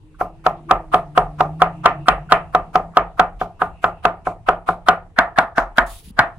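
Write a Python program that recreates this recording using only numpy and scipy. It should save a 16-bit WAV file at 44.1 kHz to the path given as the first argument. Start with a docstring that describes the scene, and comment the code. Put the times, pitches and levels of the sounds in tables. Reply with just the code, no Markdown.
"""A knife chops small pickles on a plastic board in a kitchen, the microphone pair close by. Over a low rumble
a distant engine swells for the first seconds, built from wavering sines, and fades. Every stroke crunches (shaped noise)
and knocks the board (decaying modes), and the room rings after it (decaying noise bands); the knocks can overload
the microphone. After five seconds the knife works a second spot, scrapes once over the board and cuts again."""
import sys
import numpy as np
from scipy import signal
from scipy.io import wavfile
from scipy.ndimage import uniform_filter1d

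SR = 44100
rng = np.random.default_rng(int(sys.argv[2]) if len(sys.argv) > 2 else 0)


def store_pcm(level_fs):
    """Save levels as 16-bit WAV."""
    pcm = np.round(np.clip(level_fs, -1, 1) * 32767).astype(np.int16)
    wavfile.write(sys.argv[1], SR, np.atleast_2d(pcm).T)


def gain_from_db(level_db):
    """Convert decibel levels to linear amplitude factors (20 dB per decade)."""
    decades = np.asarray(level_db, float) / 20
    return 10 ** decades


N = 281358
T = np.arange(N) / SR
MOVE_S = 5.05  # from here on the knife works the second spot
BANDS_HZ = 22.3 * 2 ** np.arange(0, 9.4, 1 / 3)  # third-octave centres

# knife strokes: (time of the knock [s], blow [dB], crunch [dB], treble [dB], hiss [dB]), all levels relative
STROKES = [(0.2119, -12.5, -25, -19, -21.5), (0.4643, -3, -21, 5, -18.5), (0.7106, 1.5, -16.5, 3, -18),
           (0.9424, -1, -13.5, 4.5, -14.5), (1.176, 1, -16.5, 3, -16), (1.4063, -4, -20, 6, -15),
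           (1.6187, 2, -18, -4.5, -19.5), (1.8581, 5, -13.5, -12, -16), (2.0837, 5.5, -17, 1, -17),
           (2.321, 6, -14, -4.5, -14), (2.5486, -1.5, -23.5, 4.5, -25), (2.7552, -2.5, -19.5, 2, -17),
           (2.97, 2.5, -20.5, -5, -21.5), (3.196, 1, -18, 5, -21), (3.4142, -15.5, -26, -17, -18),
           (3.6185, -6.5, -20, -4, -17), (3.8416, -3, -25.5, 1.5, -20), (4.052, -0.5, -22, 6, -17),
           (4.2706, -15.5, -25, -18, -17), (4.4872, -1, -19, 0.5, -18.5), (4.6888, -8, -21, -2, -15),
           (4.8854, 3.5, -14, 2, -13.5), (5.1874, 1, -15.5, 3.5, -22), (5.3857, -1.5, -10.5, 6.5, -14.5),
           (5.5809, -4, -15.5, -9, -14.5), (5.7826, -0.5, -18, 6, -15), (6.1908, 1, -15, 2, -19.5)]
# quick knock of the blade on the plastic:
# (frequency [Hz], relative level at the first spot [dB], at the second spot [dB], t60 [s])
KNOCK_MODES = [(730.8, 0.5, -2.5, 0.055), (1273.5, 5, -11.5, 0.023), (1357, -4.5, 5.5, 0.011),
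               (1469, -8.5, -0.5, 0.038), (1915, -11.5, -21, 0.0059), (3308, -17.5, -11.5, 0.012),
               (5400, -27.5, -28.5, 0.0038)]


def at(table, hz, axis=1):
    """A column of a spectrum table, interpolated over log frequency."""
    rows = np.array(table)
    return np.interp(np.log(hz), np.log(rows[:, 0]), rows[:, axis])


def band(x, hz, octaves=1 / 3):
    """Band-pass around a centre; white noise keeps its level per Hz."""
    half = 2 ** (octaves / 2)
    sos = signal.butter(2, [hz / half, hz * half], "band", fs=SR, output="sos")
    return signal.sosfilt(sos, x)


def pair(like):
    """White noise for left and right with the given likeness (0-1)."""
    mid, side = rng.standard_normal((2, N))
    like = np.clip(like, 0, 1)
    return np.sqrt((1 + like) / 2) * mid + np.sqrt((1 - like) / 2) * side * np.array([[1], [-1]])


def walk(rate):
    """Smooth random wander with about this many new values per second, spread 1."""
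    k = int(SR / rate)
    w = uniform_filter1d(np.repeat(rng.standard_normal(N // k + 2), k), k)[:N]
    return w / w.std()


def add(out, s, x):
    """Mix a sound in at a time."""
    i = int(s * SR)
    out[:, i:i + x.shape[1]] += x[:, :N - i]


def ring(hz, db, t60, lag_s=8e-5, rise_s=0.00085, lean_db=0):
    """Decaying sines; the left port hears them a little later, and each may lean to one side."""
    t = np.clip(np.arange(int(.45 * SR)) / SR - np.array([[lag_s], [0]]), 0, 1)
    out = 0
    for f, level_db, fall_s, lean in np.broadcast(hz, db, t60, lean_db):
        gain = gain_from_db(level_db + lean * np.array([[1], [-1]]))
        out = out + gain * np.exp(-np.log(1000) * t / fall_s) * np.sin(2 * np.pi * f * t)
    return -out * (1 - np.exp(-t / rise_s))


def colour_db(hz, s, db):
    """Harder blows are brighter between 1 and 3 kHz; softer ones keep more thud."""
    # the knife working along the board, for a 0 dB blow:
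    # (time [s], tilt [dB per octave], lift near 1.45 kHz [dB])
    brightness = [(.2, 6, -16), (1.4, 0.5, -11), (1.7, 6.5, -6), (2.4, 7, -6), (2.7, 5, -17),
                  (3.201, 5, 1.5), (3.601, 10, 2), (4.3, 3.5, -0.5), (4.9, 5, 3), (5.15, 6, -0.5),
                  (6.2, 8.5, 0.5)]
    when, tilt_db, lift_db = np.transpose(brightness)
    bright = np.interp(s, when, tilt_db) + 1.03 * db
    tilt = np.log2(np.clip(hz, 1000., 3000.) / 1300) / (1 + (hz / 3500.) ** 4)
    lift = np.interp(s, when, lift_db) * np.exp(-(np.log2(hz / 1450.) / .1) ** 2)
    thud = np.where(s < MOVE_S, -3, -8) - 0.35 * db
    low = 1 / (1 + (hz / 480.) ** 4)
    return bright * tilt + thud * low + lift


def kitchen(flicker_db=5.0):
    """Rumble and faint hiss; each band flickers alone, the treble least, the bass most alike on both sides."""
    # background colour: (frequency [Hz], relative level per Hz [dB])
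    spectrum = [(13, -33), (22, 16.5), (49, 13.5), (97, 9.5), (169, 5.5), (249, -5.5), (340, -2.5),
                (482, -9), (730, -29), (935, -10.5), (1230, -21), (2020, -20), (2740, -23.5), (6270, -34.5),
                (10600, -29), (16000, -94.5)]
    # overall level: (time [s], level [dB])
    swell = [(0, -46), (1.5, -40), (3, -44), (4.5, -45.5), (5.5, -47.5), (6.38, -43)]
    out = 0
    for hz in BANDS_HZ[:-1]:
        flicker = flicker_db / (1 + hz / 3200.0) * walk(20.0)
        out = out + gain_from_db(at(spectrum, hz) + flicker) * band(pair(.87 - hz / 2200.0), hz)
    return out / out.std() * gain_from_db(np.interp(T, *np.transpose(swell)))


def whine(centre_hz=2680., width=0.057):
    """A faint narrow band of noise that comes and goes in bell-shaped swells."""
    # swells: (centre time [s], level [dB], half-width [s])
    swell_table = [(.4, -70, 0.37), (2.1, -60.5, 0.47), (3.9, -64, 0.3)]
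    sos = signal.butter(2, centre_hz * np.exp([-width, width]), "band", fs=SR, output="sos")
    hiss = signal.sosfilt(sos, pair(0.18))
    swells = sum(gain_from_db(db) * np.exp(-((T - s) / half_s) ** 2) for s, db, half_s in swell_table)
    return hiss / hiss.std() * swells * gain_from_db(2.3 * walk(28))


def wavering_phase(s, hz, waver):
    """Phase of a tone that follows a pitch curve and wavers around it."""
    return 2 * np.pi * np.cumsum(np.interp(T, s, hz) * (1 + waver * walk(3.9))) / SR


def engine(blur=0.22, blur_hz=34.3):
    """A far engine: a wavering firing tone and two blurred lines that move together in pitch."""
    # firing tone: (time [s], firing rate [Hz], level [dB])
    firing = [(0, 158.3, -55.5), (.5, 154.4, -43), (1.05, 150, -39), (1.47, 152, -31), (1.629, 164, -32.5),
              (1.93, 171, -34.5), (2.1, 168, -48.5), (2.6, 165, -49), (2.85, 166, -37), (3.2, 169, -66.5)]
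    # two more lines of the drone: (time [s], top line [Hz], top level [dB], bottom level [dB])
    lines = [(0, 318, -53.5, -69), (0.699, 325, -46.5, -56.5), (1.2, 296, -51.5, -57.5),
             (1.5, 305, -47, -56.5), (1.7, 309.8, -45.5, -40.5), (2.05, 321.4, -45.5, -36.5),
             (2.401, 330.4, -52.5, -41), (3.198, 324, -68.5, -61)]
    s, hz, db = np.transpose(firing)
    out = gain_from_db(np.interp(T, s, db) + 1.7 * walk(10)) * np.sin(wavering_phase(s, hz, 0.0065))
    s, hz, *levels_db = np.transpose(lines)
    phase = wavering_phase(s, hz, .015)
    for ratio, db in zip((1, 5 / 11), levels_db):
        level = gain_from_db(np.interp(T, s, db) + 3.2 * walk(30))
        out = out + level * np.sin(ratio * (phase + 2 * blur * walk(blur_hz)))
    return out


def bumps(rise_cycles=0.44):
    """Slow pushes set the counter swaying, and hand or board thumps softly: slow-starting decaying sines."""
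    # the counter sways after some strokes: (time [s], level [dB])
    sways = [(0.733, -25), (1.19, -23), (2.092, -21), (2.98, -27), (3.332, -29), (5.598, -25),
             (5.797, -19.5)]
    # soft thumps of hand or board: (time [s], level [dB], frequency [Hz])
    thumps = [(6.075, -30.5, 168), (6.104, -25.5, 200), (6.192, -14, 113.3)]
    sway_hz, sway_spread, sway_t60_s = 44.3, 0.13, 0.43
    thump_cycles = 8.9  # to fall 60 dB
    out = np.zeros((2, N))
    for (s, db), a in zip(sways, rng.standard_normal((len(sways), 1))):
        add(out, s, ring(sway_hz * np.exp(sway_spread * a), [db], [sway_t60_s], rise_s=rise_cycles / sway_hz))
    for s, db, hz in thumps:
        add(out, s, ring([hz], [db], [thump_cycles / hz], rise_s=rise_cycles / hz))
    return out


def snaps(spread=0.06, t60=0.05):
    """The pickle's skin snaps before the knock: a short cluster of four partials around a pitch."""
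    # (time [s], level of each partial [dB], pitch [Hz])
    snap_table = [(0.143, -45.5, 1270), (2.291, -31.5, 1400), (2.937, -40, 1296), (3.403, -36, 3370),
                  (4.253, -49, 2446), (5.36, -29, 1600), (5.551, -39.5, 1540), (2.059, -26.5, 1290),
                  (4.866, -33.5, 1358)]
    out = np.zeros((2, N))
    for (s, db, hz), a in zip(snap_table, rng.standard_normal((len(snap_table), 4))):
        add(out, s, ring(hz * np.exp(spread * a), np.full(4, db), np.full(4, t60), rise_s=0.0034))
    return out


def scrape():
    """The edge drags once over the board: coloured noise, and a narrow, sinking band where the edge sings."""
    # colour of the drag: (frequency [Hz], relative level per Hz [dB])
    spectrum = [(1200, -12), (2000, -2), (3500, 5), (5500, -2), (8000, 5), (10500, 2), (12500, -8),
                (16000, 2)]
    start_s, end_s, attack_s, release_s = 5.86, 6.116, 0.0041, 0.014
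    peak_s, peak_db, rise_db_s, fade_db_s = 5.925, -43.5, 43, 38
    lull_s, lull_db, lull_half_s = 6.025, -6, 0.019  # the drag eases for a moment
    edge_hz, edge_sinks_hz_s, edge_half_width_hz, edge_db = 10900., 3000., 400., 14.5
    since = T - start_s
    gate = np.clip(np.minimum(since / attack_s, (end_s - T) / release_s), 0, 1)
    slope_db = np.minimum(rise_db_s * (T - peak_s), fade_db_s * (peak_s - T))
    slope_db = slope_db + lull_db * np.exp(-((T - lull_s) / lull_half_s) ** 2)
    drag = gate * gain_from_db(peak_db + slope_db + 0.87 * walk(310) + 0.61 * walk(49))
    out = 0
    for hz in BANDS_HZ[10:]:
        # a gap in the noise around 7.3 kHz deepens by 38 dB per second
        gap = np.exp(-(np.log2(hz / 7300.0) / 0.4) ** 2)
        gap_db = -38 * gap * np.clip(since, 0, 1)
        colour = gain_from_db(at(spectrum, hz) + gap_db + 2.1 * walk(23)) * (hz > 1200)
        out = out + band(pair(0.19) * drag * colour, hz)
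    # slow noise on a gliding carrier makes the singing band
    sos = signal.butter(2, edge_half_width_hz, fs=SR, output="sos")
    carrier = np.sin(2 * np.pi * (edge_hz - edge_sinks_hz_s * since / 2) * since)
    return out + signal.sosfilt(sos, pair(0.25)) * carrier * drag * gain_from_db(edge_db + 2.1 * walk(42))


def pressed(swell, through_db=-22):
    """The bursting cells also shake the plastic under them, which answers with its knock modes."""
    hz, first, second, t60 = np.transpose(KNOCK_MODES)
    drive = swell * rng.standard_normal(N)
    out = 0
    for spot, db in ((T < MOVE_S, first), (T >= MOVE_S, second)):
        answer = ring(hz, db + through_db, t60)
        out = out + signal.fftconvolve((drive * spot)[None], answer, axes=1)[:, :N]
    return out


def crunch(swell_s=0.0049, grain_db=3, after_s=0.027, after_db=-2, hiss_s=0.015, smear_s=0.006, tint_db=3.5):
    """Cells burst in grainy noise that swells towards the knock; its treble crackles on after it."""
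    # colour of the flesh: (frequency [Hz], relative level at the first spot [dB], at the second spot [dB])
    spectrum = [(298, -3.5, -6.5), (680, -2, 8), (1200, 21.5, 12), (1600, -2, 17.5), (2470, -9.5, -17.5),
                (3430, -20, -13.5), (6600, -31, -30), (10960, -24, -28.5), (12400, -38.5, -32),
                (16000, -56, -48.5)]
    lead_s, floor_db = 0.028, -23  # length of the noise before the knock; steady level under its swell
    s, crunch_db, hiss_db = np.transpose(STROKES)[[0, 2, 4]]
    stroke = np.clip(np.searchsorted(s - 2 * lead_s, T) - 1, 0, None)
    tint = gain_from_db(tint_db * rng.standard_normal((len(s), len(BANDS_HZ))))  # every cut has its own colour
    ends, juice = np.zeros((2, N))
    ends[(s * SR).astype(int)] = gain_from_db(crunch_db)
    juice[(s * SR).astype(int)] = gain_from_db(hiss_db)
    grain = gain_from_db(grain_db * walk(700))
    # convolving backwards in time makes the noise grow towards each knock
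    before = np.arange(int(lead_s * SR)) / SR
    onset = 1 - (before / lead_s) ** 4
    swell_shape = (np.exp(-before / swell_s) + gain_from_db(floor_db)) * onset
    hiss_shape = np.exp(-before / hiss_s) * onset
    swell = signal.fftconvolve(ends[::-1], swell_shape)[:N][::-1].clip(0) * grain
    hiss = signal.fftconvolve(juice[::-1], hiss_shape)[:N][::-1].clip(0)
    hiss = hiss + signal.lfilter([gain_from_db(after_db)], [1, -np.exp(-1 / (after_s * SR))], juice)
    hiss = uniform_filter1d(hiss, int(smear_s * SR)) * np.sqrt(grain)
    out = 0
    for hz, own in zip(BANDS_HZ[10:], tint.T):
        bursts = (hiss if hz > 2000 else swell) * own[stroke]
        colour = gain_from_db(np.where(T < MOVE_S, at(spectrum, hz), at(spectrum, hz, axis=2)))
        out = out + band(pair(0.19) * bursts * colour, hz)
    return out + pressed(swell)


def room(room_db=19.0, build_s=0.00014, burst_db=14, burst_t60=0.01, tail_share=0.19, burst_late_s=.0008):
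    """Noise bands: reflections build up at once and mostly die faster in the treble; short treble bursts join."""
    # diffuse ring of the kitchen: (frequency [Hz], relative level from the first spot [dB], t60 [s],
    # likeness of left and right [0-1], relative level from the second spot [dB])
    tail = [(200, -28, 0.21, 1, -19), (424, -28.5, 0.34, 1, -31), (547, -24, 0.25, 0.93, -20),
            (712, -14.5, 0.29, 0.93, -14), (1075, -29.5, 0.28, 0.95, -22), (1270, -20.5, 0.24, 0.4, -16),
            (1540, -34, 0.23, 0.1, -26), (1810, -34, 0.22, 0.6, -23.5), (1920, -38.5, 0.22, 0.1, -30),
            (2660, -45, 0.21, 0.1, -46), (3900, -63.5, 0.17, .05, -51.5), (5710, -69, 0.14, 0.4, -68.5),
            (9870, -76.5, 0.18, 0.2, -63), (14710, -96, 0.14, .05, -75)]
    # colour of the short treble burst at each knock: (frequency [Hz], relative level [dB])
    burst_spectrum = [(1500, -20.5), (2800, -17), (4500, -33.5), (7000, -46), (11000, -56), (16000, -58)]
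    # small clicks of the edge beside the strokes: (time [s], relative level [dB], tilt [dB per octave])
    ticks = [(3.895, -25, -3), (5.773, -19.5, 13)]
    flutter, echo_s = 0.39, .044  # depth and period of the throb that a wall's echo leaves in the ring
    bands_hz = 178. * 2 ** np.r_[0:1.5:1 / 3, 1.5:4:1 / 6, 4:6.4:1 / 3]
    s, db, _, treble, _ = np.transpose(STROKES)
    tick_s, tick_db, tick_tilt_db = np.transpose(ticks)
    since = T - s[np.clip(np.searchsorted(s, T) - 1, 0, None)]
    throb = flutter * np.cos(2 * np.pi * since / echo_s)
    out = 0
    for hz, octaves in zip(bands_hz, np.gradient(np.log2(bands_hz))):
        blows, bursts = np.zeros((2, N))
        high = 1 / (1 + (3500. / hz) ** 4)
        spot_db = np.where(s < MOVE_S, at(tail, hz), at(tail, hz, axis=4))
        blow_db = db + room_db + spot_db + colour_db(hz, s, db) + tail_share * treble * high
        blows[(s * SR).astype(int)] = gain_from_db(blow_db)
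        own_db = burst_db + at(burst_spectrum, hz)
        bursts[((s + burst_late_s) * SR).astype(int)] = gain_from_db(db + own_db + treble) * (hz > 1500)
        click_db = tick_db + own_db + tick_tilt_db * np.log2(hz / 2000)
        bursts[(tick_s * SR).astype(int)] = gain_from_db(click_db) * (hz > 1500)
        fall = np.exp(-np.log(1000) / (at(tail, hz, axis=2) * SR))
        rise = np.exp(-1 / (build_s * SR))
        env = signal.lfilter([1 - rise], [1, -rise], signal.lfilter([1], [1, -fall], blows))
        env = env * (1 + throb / (1 + (hz / 920.0) ** 4))  # the treble throbs least
        burst_env = signal.lfilter([1], [1, -np.exp(-np.log(1000) / (burst_t60 * SR))], bursts)
        out = out + band(pair(at(tail, hz, axis=3)) * env + pair(0.13) * burst_env, hz, octaves)
    return out


def board(ring_db=-6.0, knock_db=2.0, scatter_db=1.53, detune=.002, slip=.012, sharp_share=0.55, lean_db=-0.35):
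    """Every blow rings the same modes, a little differently each time; a wall returns them dulled."""
    # modes of board and counter: (frequency [Hz])
    mode_hz = [42, 100, 172, 280, 360, 421, 535, 632, 672, 703, 738, 809, 950, 1037, 1075, 1198, 1278, 1390,
               1436, 1485, 1572, 1730, 1905, 2160, 2225, 2395, 2600]
    # one row per mode: (relative level at the first spot [dB], at the second spot [dB], t60 [s])
    modes = [(-21, -16, 0.42), (-24, -25, 0.45), (-17, -19.5, 0.41), (-19.5, 8, 0.029), (-23, -20, 0.25),
             (-10, -35, 0.14), (1, -4, 0.033), (2.5, -7.5, 0.027), (-12, -7, 0.28), (-17, -7, 0.26),
             (-9.5, -12, 0.16), (-2.5, 13, 0.026), (-1, 3, 0.055), (-0.5, 1, 0.074), (-2.5, -9, 0.063),
             (-8, -12, 0.16), (-37, -16, 0.077), (-9.5, -11.5, 0.11), (-16.5, -12.5, 0.19),
             (-31.5, -11, 0.031), (-30, 4.5, 0.036), (-17.5, -8, 0.048), (-16.5, -33, 0.0018),
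             (-22.5, -21.5, 0.021), (-40.5, -9.5, 0.041), (-23.5, -26.5, 0.0061), (-15, -16.5, 0.018)]
    out = np.zeros((2, N))
    hz = np.array(mode_hz, float)
    first, second, t60 = np.transpose(modes)
    k_hz, k_first, k_second, k_t60 = np.transpose(KNOCK_MODES)
    chance = rng.standard_normal((len(STROKES), 2, len(hz)))
    for (s, db, _, treble, _), (a, b) in zip(STROKES, chance):
        rise_s = 0.0013 * gain_from_db(0.27 * min(db, 0))  # blows softer than 0 dB start more quickly
        spot_db, k_db = (first, k_first) if s < MOVE_S else (second, k_second)
        level_db = db + ring_db + spot_db + scatter_db * b + colour_db(hz, s, db)
        add(out, s, ring(hz * (1 + detune * a), level_db, t60, rise_s=rise_s, lean_db=lean_db * a[::-1]))
        sharp_db = treble * sharp_share * (k_hz > 2500)
        level_db = db + knock_db + k_db + colour_db(k_hz, s, db) + sharp_db
        add(out, s, ring(k_hz * (1 + slip * a[:len(k_hz)]), level_db, k_t60, rise_s=rise_s))
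    echo_s, echo_db, echo_top_hz = .044, -20, 1100.
    dulled = signal.sosfilt(signal.butter(2, echo_top_hz, fs=SR, output="sos"), out)
    add(out, echo_s, gain_from_db(echo_db) * dulled)
    return out


def scene():
    """All sources at the two microphone ports."""
    background = kitchen() + whine() + engine()
    knife = snaps() + scrape() + crunch()
    return background + bumps() + knife + room() + board()


def band_limit(x):
    """A steep low-pass at the top of the band."""
    return signal.sosfilt(signal.butter(12, 16480, fs=SR, output="sos"), x)


def record(dry):
    """The microphone loses everything above 15.6 kHz and overloads at full scale."""
    top = signal.ellip(6, .2, 40, 15600, fs=SR, output="sos")
    mix = np.clip(signal.sosfilt(top, dry), -1, 1)
    return band_limit(mix)


dry = scene()
out = record(dry)
store_pcm(out)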